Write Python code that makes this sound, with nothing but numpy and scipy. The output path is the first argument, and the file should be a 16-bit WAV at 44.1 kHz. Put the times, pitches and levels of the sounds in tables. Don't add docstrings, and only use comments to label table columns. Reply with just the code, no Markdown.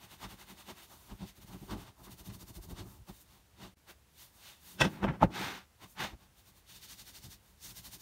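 import sys
import numpy as np
from scipy import signal
from scipy.fft import rfft, irfft, next_fast_len
from scipy.io import wavfile
from scipy.ndimage import uniform_filter1d

SR = 44100
rng = np.random.default_rng(int(sys.argv[2]) if len(sys.argv) > 2 else 0)


def wav_record(signal):
    frames = np.transpose(np.atleast_2d(signal))
    bounded = np.clip(frames, -1, 1)
    quanta = np.round(bounded * 32767).astype(np.int16)
    wavfile.write(sys.argv[1], SR, quanta)


N = 353241
TIME = np.arange(N) / SR
FFT_SIZE = 2 * next_fast_len(N // 2 + 1, True)
HZ = np.fft.rfftfreq(FFT_SIZE, 1 / SR)
BAND_LIMIT_HZ = 15760

# pitch_hz, width_hz, level_db
IRON_MODES = [(554.5, 60, -5), (890, 90, -18.5), (980, 50, -8), (1130, 32, -9.5), (1550, 76, -1),
              (1908, 44, -7), (2580, 48, -2.5), (2640, 37, -2), (2880, 30, -9), (3084, 31, 1),
              (3375, 76, -6.5), (3240, 38, -13.5), (3764, 99, -22), (4400, 67, -28.5), (4550, 38, -24),
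              (5008, 22, -23), (5205, 130, -12.5), (5600, 89, -20), (7810, 49, -31), (8100, 82, -27),
              (8730, 90, -14.5), (9400, 51, -27)]
BENCH_MODES = [(66, 14, 1), (128, 50, -1.5), (165, 40, 3), (189, 19, 1.5), (310.6, 58, -11.5),
               (530, 63, -4.5), (606, 70, -15)]
# middle_s, length_s, grind_db, grit_db, chatter_db
SOLE_SCUFFS = [(4.815, 0.016, -33.5, -34.5, -23.5), (4.846, 0.031, -35.5, -42.5, -36),
               (4.955, 0.099, -56.5, -61, -78), (5.041, 0.023, -36.5, -52.5, -51),
               (5.091, 0.03, -37.5, -65, -61.5), (5.142, .04, -52.5, -69, -67.5),
               (5.233, 0.022, -31.5, -45, -57.5)]


def amp(db):
    return 10 ** (np.asarray(db) / 20)


def unit_rms(x):
    return x / np.sqrt(np.mean(x ** 2) + 1e-20)


def later(curve, delay_s):
    return np.interp(TIME - delay_s, TIME, curve)


def power_sum(*gains):
    return np.sqrt(sum(gain ** 2 for gain in gains))


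def log_interp(points, hz):
    point_hz, value = np.transpose(points)
    return np.interp(np.log(hz + 1), np.log(point_hz + 1), value)


def colour(points):
    return amp(log_interp(points, HZ))


def response(modes, patch_hz=9000):
    peaks = sum(amp(db) * 1j * HZ * width / (hz ** 2 - HZ ** 2 + 1j * HZ * width)
                for hz, width, db in modes)
    return peaks / (1 + (HZ / patch_hz) ** 6)


def shaped(x, gain):
    power = np.mean(abs(gain) ** 2 * (HZ < BAND_LIMIT_HZ))
    return irfft(rfft(x, FFT_SIZE) * gain / np.sqrt(power), FFT_SIZE)[:N]


def swells(rows):
    rows, t = np.array(rows), TIME[::64]
    from_middle = (t - rows[:, :1]) / rows[:, 1:2]
    powers = (amp(rows[:, 2:]) ** 2).T @ (1 + from_middle ** 2) ** -5
    return [np.sqrt(np.interp(TIME, t, power)) for power in powers]


def friction(snags_per_s, snag_share):
    size = amp(3 * np.minimum(rng.exponential(1, N), 4))
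    snags = size * rng.choice([-1, 1], N) * (rng.random(N) < snags_per_s / SR)
    return np.sqrt(1 - snag_share) * rng.standard_normal(N) + np.sqrt(snag_share) * unit_rms(snags)


def hand_strokes(return_early_s=0.0013, return_db=0.43, ease_db=1.64, pitch_spread=0.13):
    # middle_s, length_s, drag_db, hiss_db, fizz_db, pitch_hz
    wipes = [(0.241, 0.032, -45, -50, -61, 2800), (0.703, 0.032, -51.5, -53, -60, 2900),
             (0.836, 0.039, -63, -59.5, -60, 3400), (0.929, 0.058, -59, -63.5, -61, 4000),
             (1.04, 0.23, -68.5, -68.5, -64.5, 3600), (1.112, 0.03, -55.5, -61, -75, 2800),
             (1.228, 0.056, -61.5, -60, -70, 3000), (1.287, 0.042, -68, -58, -61.5, 3800),
             (1.53, 0.068, -58.5, -64, -66, 3200), (1.64, 0.14, -78, -67, -65, 3100),
             (1.72, 0.037, -44, -52, -59, 3300), (1.807, 0.066, -57, -60, -62, 3000),
             (1.878, 0.041, -59, -62, -70, 3000), (2.081, 0.025, -56, -73, -78, 2500),
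             (2.304, 0.02, -58.5, -58, -72, 3300), (2.004, 0.043, -61, -81, -68, 3600),
             (2.793, 0.043, -52.5, -53, -61, 3600), (2.907, 0.11, -66, -70.5, -63, 4000),
             (3.094, 0.027, -55.5, -60, -60, 2900), (3.163, 0.082, -74.5, -68.5, -63.5, 4000),
             (3.216, 0.026, -74, -73, -59.5, 4300), (3.333, 0.1, -70, -69, -69.5, 3500),
             (3.638, 0.063, -56, -56, -64, 3000), (3.902, 0.032, -56, -56, -59.5, 1800),
             (4.221, 0.073, -68, -59.5, -57.5, 4000), (4.377, 0.08, -70, -75, -66, 4000),
             (4.479, 0.1, -63.5, -56, -60, 3100), (4.697, 0.098, -65.5, -60.5, -56, 3600),
             (4.921, 0.087, -69.5, -72.5, -63.5, 2270), (5.835, 0.037, -55, -57, -63, 2300),
             (5.91, 0.06, -78, -78, -62.5, 3500), (6.229, 0.06, -68.5, -70, -73, 2930),
             (6.711, 0.047, -69.5, -57, -60, 3900), (6.908, 0.04, -70, -53, -57, 4500),
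             (7.478, 0.1, -75, -74, -70.5, 3100), (7.655, 0.048, -65.5, -49.5, -52.5, 6320)]
    # first_s, last_s, rough_period_s, length_s, drag_db, hiss_db, fizz_db, pitch_hz
    spells = [(0.035, 0.788, .093, 0.047, -58, -57, -59.5, 2640),
              (1.374, 1.537, .058, 0.03, -66.5, -63.5, -61.5, 3700),
              (2.051, 2.711, .073, 0.032, -62, -59, -56, 4260),
              (6.391, 6.577, .093, 0.045, -71.5, -67, -65, 3590),
              (6.762, 7.328, .08, 0.04, -66.5, -53.5, -56, 4870),
              (7.702, 8.022, 0.081, 0.036, -63, -52, -51.5, 4770)]
    scrubs = []
    for first, last, period, length, *levels_db, hz in spells:
        middles = np.linspace(first, last, round((last - first) / period) + 1)
        for k, (s, place) in enumerate(zip(middles, np.linspace(-1, 1, len(middles)))):
            back = 1 if k % 2 else -1
            effort_db = return_db * back - ease_db * place ** 2
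            pitch_hz = hz * np.exp(pitch_spread * rng.standard_normal())
            scrubs.append((s - return_early_s * back, length, *np.add(levels_db, effort_db), pitch_hz))
    return np.array(sorted(scrubs + wipes))


def trough():
    # pitch_hz, width_hz, lift_db
    air_modes = [(870, 110, 0.5), (1780, 100, -3), (2333, 250, -3), (2930, 130, 3), (3654, 220, 5.5),
                 (4250, 130, 2.5), (4640, 150, 3.5), (4890, 250, -2.5), (6230, 270, 2), (7720, 250, -7.5),
                 (8640, 460, 1), (10480, 700, -5)]
    return amp(sum(db / (1 + (2 * (HZ - hz) / width) ** 2) for hz, width, db in air_modes))


def air_pocket(x, pitch_hz, width_hz):
    carrier = np.exp(2j * np.pi * np.cumsum(pitch_hz) / SR)
    pole = np.exp(-np.pi * width_hz / SR)
    return unit_rms((carrier * signal.lfilter([1 - pole], [1, -pole], x / carrier)).real)


def rag(strokes):
    # frequency_hz, level_db
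    drag_spectrum = [(60, -17.5), (190, -2), (260, -6), (350, -1), (480, -12), (600, -5), (740, -5.5),
                     (860, -0.5), (1100, -2.5), (1600, -11), (3000, -25.5), (5000, -21), (12000, -51)]
    hiss_spectrum = [(500, -24.5), (1500, 1), (2000, 3), (2900, 0.5), (3700, -1), (5200, -1.5),
                     (6800, -1.5), (7700, -0.5), (9000, -1), (10500, -8), (16000, -4.5)]
    fizz_spectrum = [(400, -16.5), (1500, -14.5), (4000, -7.5), (6700, 0), (7700, -0.5), (8900, 0.5),
                     (10400, 1), (11800, 1.5), (16000, 1)]
    drag, hiss, fizz = swells(strokes[:, :-1])
    cavity = trough()
    pitch_hz = np.interp(TIME, strokes[:, 0], strokes[:, -1])
    swish = air_pocket(friction(snags_per_s=2200, snag_share=0.2), pitch_hz, width_hz=3200)
    finger = shaped(drag * friction(snags_per_s=770, snag_share=0.19), colour(drag_spectrum) * cavity)
    weave = amp(-2.5) * shaped(hiss * swish, colour(hiss_spectrum) * cavity)
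    fibres = shaped(fizz * friction(snags_per_s=4700, snag_share=0.2), colour(fizz_spectrum) * cavity)
    return finger + weave + fibres


def judder(gain, steady_s):
    shake = shaped(rng.standard_normal(N), gain)
    power = uniform_filter1d(shake ** 2, int(steady_s * SR) + 1)
    return shake / np.sqrt(abs(power) + 1e-6)


def rocking(strokes):
    # time_s, rocking_over_drag_db
    looseness = [(0, -3.5), (0.92, -14.5), (1.4, 9), (1.9, -2), (2.3, 9), (2.9, 3.5), (3.45, -2.5),
                 (3.9, -21), (4.7, -6), (6.3, -1), (7.3, 2), (8, 4.5)]
    # middle_s, length_s, rumble_db, hollow_db
    bumps = [(0.255, 0.049, -56, -52.5), (0.337, 0.027, -57, -52.5), (0.522, 0.04, -61, -54),
             (0.705, 0.033, -63, -48.5), (1.125, 0.03, -44, -47), (1.23, 0.03, -50, -40),
             (1.553, 0.023, -60, -46), (1.632, 0.025, -50, -47.5), (1.742, 0.062, -45, -43),
             (2.292, 0.029, -49, -48), (2.587, 0.025, -41.5, -53), (2.715, 0.037, -41.5, -45.5),
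             (2.85, 0.074, -53.5, -52.5), (3.01, 0.026, -50, -69), (3.102, 0.016, -59, -45),
             (3.645, 0.061, -59.5, -51), (4.868, 0.022, -46, -33.5), (5.05, 0.03, -36, -31),
             (5.242, 0.022, -25, -27), (5.411, 0.017, -62, -38.5), (6.136, 0.027, -49, -53),
             (7.267, 0.05, -51.5, -57.5)]
    # frequency_hz, level_db
    rumble_spectrum = [(15, -47.5), (32, -9.5), (50, 6.5), (65, -5), (115, -0.5), (150, -7), (250, -30.5),
                       (900, -50), (3000, -77)]
    hollow_spectrum = [(40, -35), (110, -6.5), (155, -12.5), (190, 5.5), (225, -11.5), (260, -10.5),
                       (310, -10.5), (375, -10), (480, -25), (620, -22), (900, -22), (3000, -60)]
    drag, push = swells(strokes[:, :-1])[0], pushes()
    rock = later(drag, delay_s=0.015) * amp(np.interp(TIME, *np.transpose(looseness)))
    jolt = amp(7.5) * later(swells(SOLE_SCUFFS)[0], delay_s=0.0056)
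    settle, = swells([(s + 0.04, 0.1, grind_db - 12.5) for s, _, grind_db, *_ in SOLE_SCUFFS])
    bump_rumble, bump_hollow = swells(bumps)
    rumble = power_sum(bump_rumble, amp(1.5) * rock, amp(-17) * push)
    hollow = power_sum(bump_hollow, amp(-0.5) * rock, amp(-6) * push, settle)
    return (rumble * judder(colour(rumble_spectrum), steady_s=0.064)
            + hollow * judder(colour(hollow_spectrum), steady_s=0.022)
            + jolt * judder(response(BENCH_MODES, patch_hz=600), steady_s=0.011))


def blow(ring, hardness_hz):
    ring = signal.sosfilt(signal.butter(6, hardness_hz, fs=SR, output="sos"), ring)
    return ring / abs(ring).max()


def knocks():
    # start_s, thud_db, ring_db, clack_db, hardness_hz
    landings = [(1.732, -37, -45, -49, 1500), (2.583, -53, -72, -65, 1000),
                (4.811, -15, -24.5, -18.5, 5000), (4.817, -11, -14, -43, 3530),
                (5.041, -35.5, -28, -26, 3500), (5.048, -19, -39, -30, 1200),
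                (5.213, -41, -44.5, -31.5, 1500), (5.224, -34.5, -40, -16.5, 1480),
                (5.2285, -32.5, -35, -8.5, 1155), (5.232, -18.5, -35, -25, 695),
                (5.247, -18, -39, -30.5, 805), (6.137, -53, -69, -62, 883)]
    # pitch_hz, width_hz, level_db
    sole_modes = [(644, 120, -9), (873, 160, -5), (1210, 250, -12)]
    clack = response(sole_modes) ** 2
    bodies = response(BENCH_MODES), response(IRON_MODES), clack
    rings = [irfft(body, FFT_SIZE)[:SR // 2] for body in bodies]
    out = np.zeros(N)
    for start_s, *levels_db, hardness_hz in landings:
        sound = sum(amp(db) * blow(ring, hardness_hz) for db, ring in zip(levels_db, rings))
        span = out[round(start_s * SR):][:len(sound)]
        span += sound[:len(span)]
    return out


def pushes():
    # time_s, effort_db
    efforts = [
        [(5.3, -65.5), (5.352, -43), (5.44, -40), (5.574, -50.5), (5.636, -67), (5.66, -76)],
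        [(5.95, -70), (5.982, -49), (6.004, -40), (6.044, -39.5), (6.15, -70)],
    ]
    return sum(amp(np.interp(TIME, *np.transpose(curve), left=-np.inf, right=-np.inf))
               for curve in efforts)


def sliding():
    # frequency_hz, level_db
    wood_spectrum = [(60, -11), (200, -9.5), (480, -4), (620, -6), (740, 2), (860, 5.5), (1050, 0),
                     (1500, -1), (2200, -7), (3200, -15.5), (5000, -34.5), (12000, -56)]
    grit_spectrum = [(300, -27), (1200, -3.5), (2200, 1), (3000, -5), (3600, -5), (5000, -10), (6200, -12),
                     (8000, -16.5), (10400, -20.5), (13000, -18), (16000, -22.5)]
    push = pushes()
    push_onset = np.maximum(push - later(push, delay_s=0.059), 0)
    scuff_grind, scuff_grit, scuff_chatter = swells(SOLE_SCUFFS)
    grind = power_sum(scuff_grind, amp(-2) * push)
    grit = power_sum(scuff_grit, amp(-0.5) * later(push, delay_s=0.0026))
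    chatter = power_sum(scuff_chatter, amp(-8) * push_onset)
    return (shaped(grind * friction(snags_per_s=770, snag_share=0.42), colour(wood_spectrum))
            + shaped(grit * friction(snags_per_s=1500, snag_share=0.28), colour(grit_spectrum) * trough())
            + shaped(chatter * friction(snags_per_s=750, snag_share=0.21), response(IRON_MODES)))


def workshop(x, wet_db):
    # frequency_hz, t60_s
    decay_times = [(150, 0.14), (1000, .25), (5000, .2), (14000, 0.48)]
    hz, t, noise = signal.stft(rng.standard_normal(SR // 2), SR, nperseg=256)
    decay = amp(-60 * t / log_interp(decay_times, hz)[:, None])
    tail = signal.istft(noise * decay, SR, nperseg=256)[1]
    tail[:SR // 200] = 0
    return x + amp(wet_db) * signal.fftconvolve(x, tail / np.linalg.norm(tail))[:N]


def scene():
    # frequency_hz, level_db
    room_spectrum = [(15, -33.5), (30, -12.5), (60, 1), (120, -7), (250, -16.5), (1000, -21.5), (2000, -24),
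                     (5000, -27.5), (16000, -31.5)]
    strokes = hand_strokes()
    work = rag(strokes) + rocking(strokes) + sliding() + knocks()
    room_tone = amp(-66) * shaped(rng.standard_normal(N), colour(room_spectrum))
    return (workshop(work, wet_db=-24) + room_tone)[None]


def record(dry, low_cut_hz=38):
    heard = signal.sosfilt(signal.butter(3, low_cut_hz, "high", fs=SR, output="sos"), dry)
    dip = amp(np.interp(TIME, [3.738, 3.752, 3.772], [0, -24, 0]))
    high_cut = signal.firwin(911, BAND_LIMIT_HZ, window=("kaiser", 9), fs=SR)
    return signal.oaconvolve(heard * dip, high_cut[None], "same")


dry = scene()
out = record(dry)
wav_record(out)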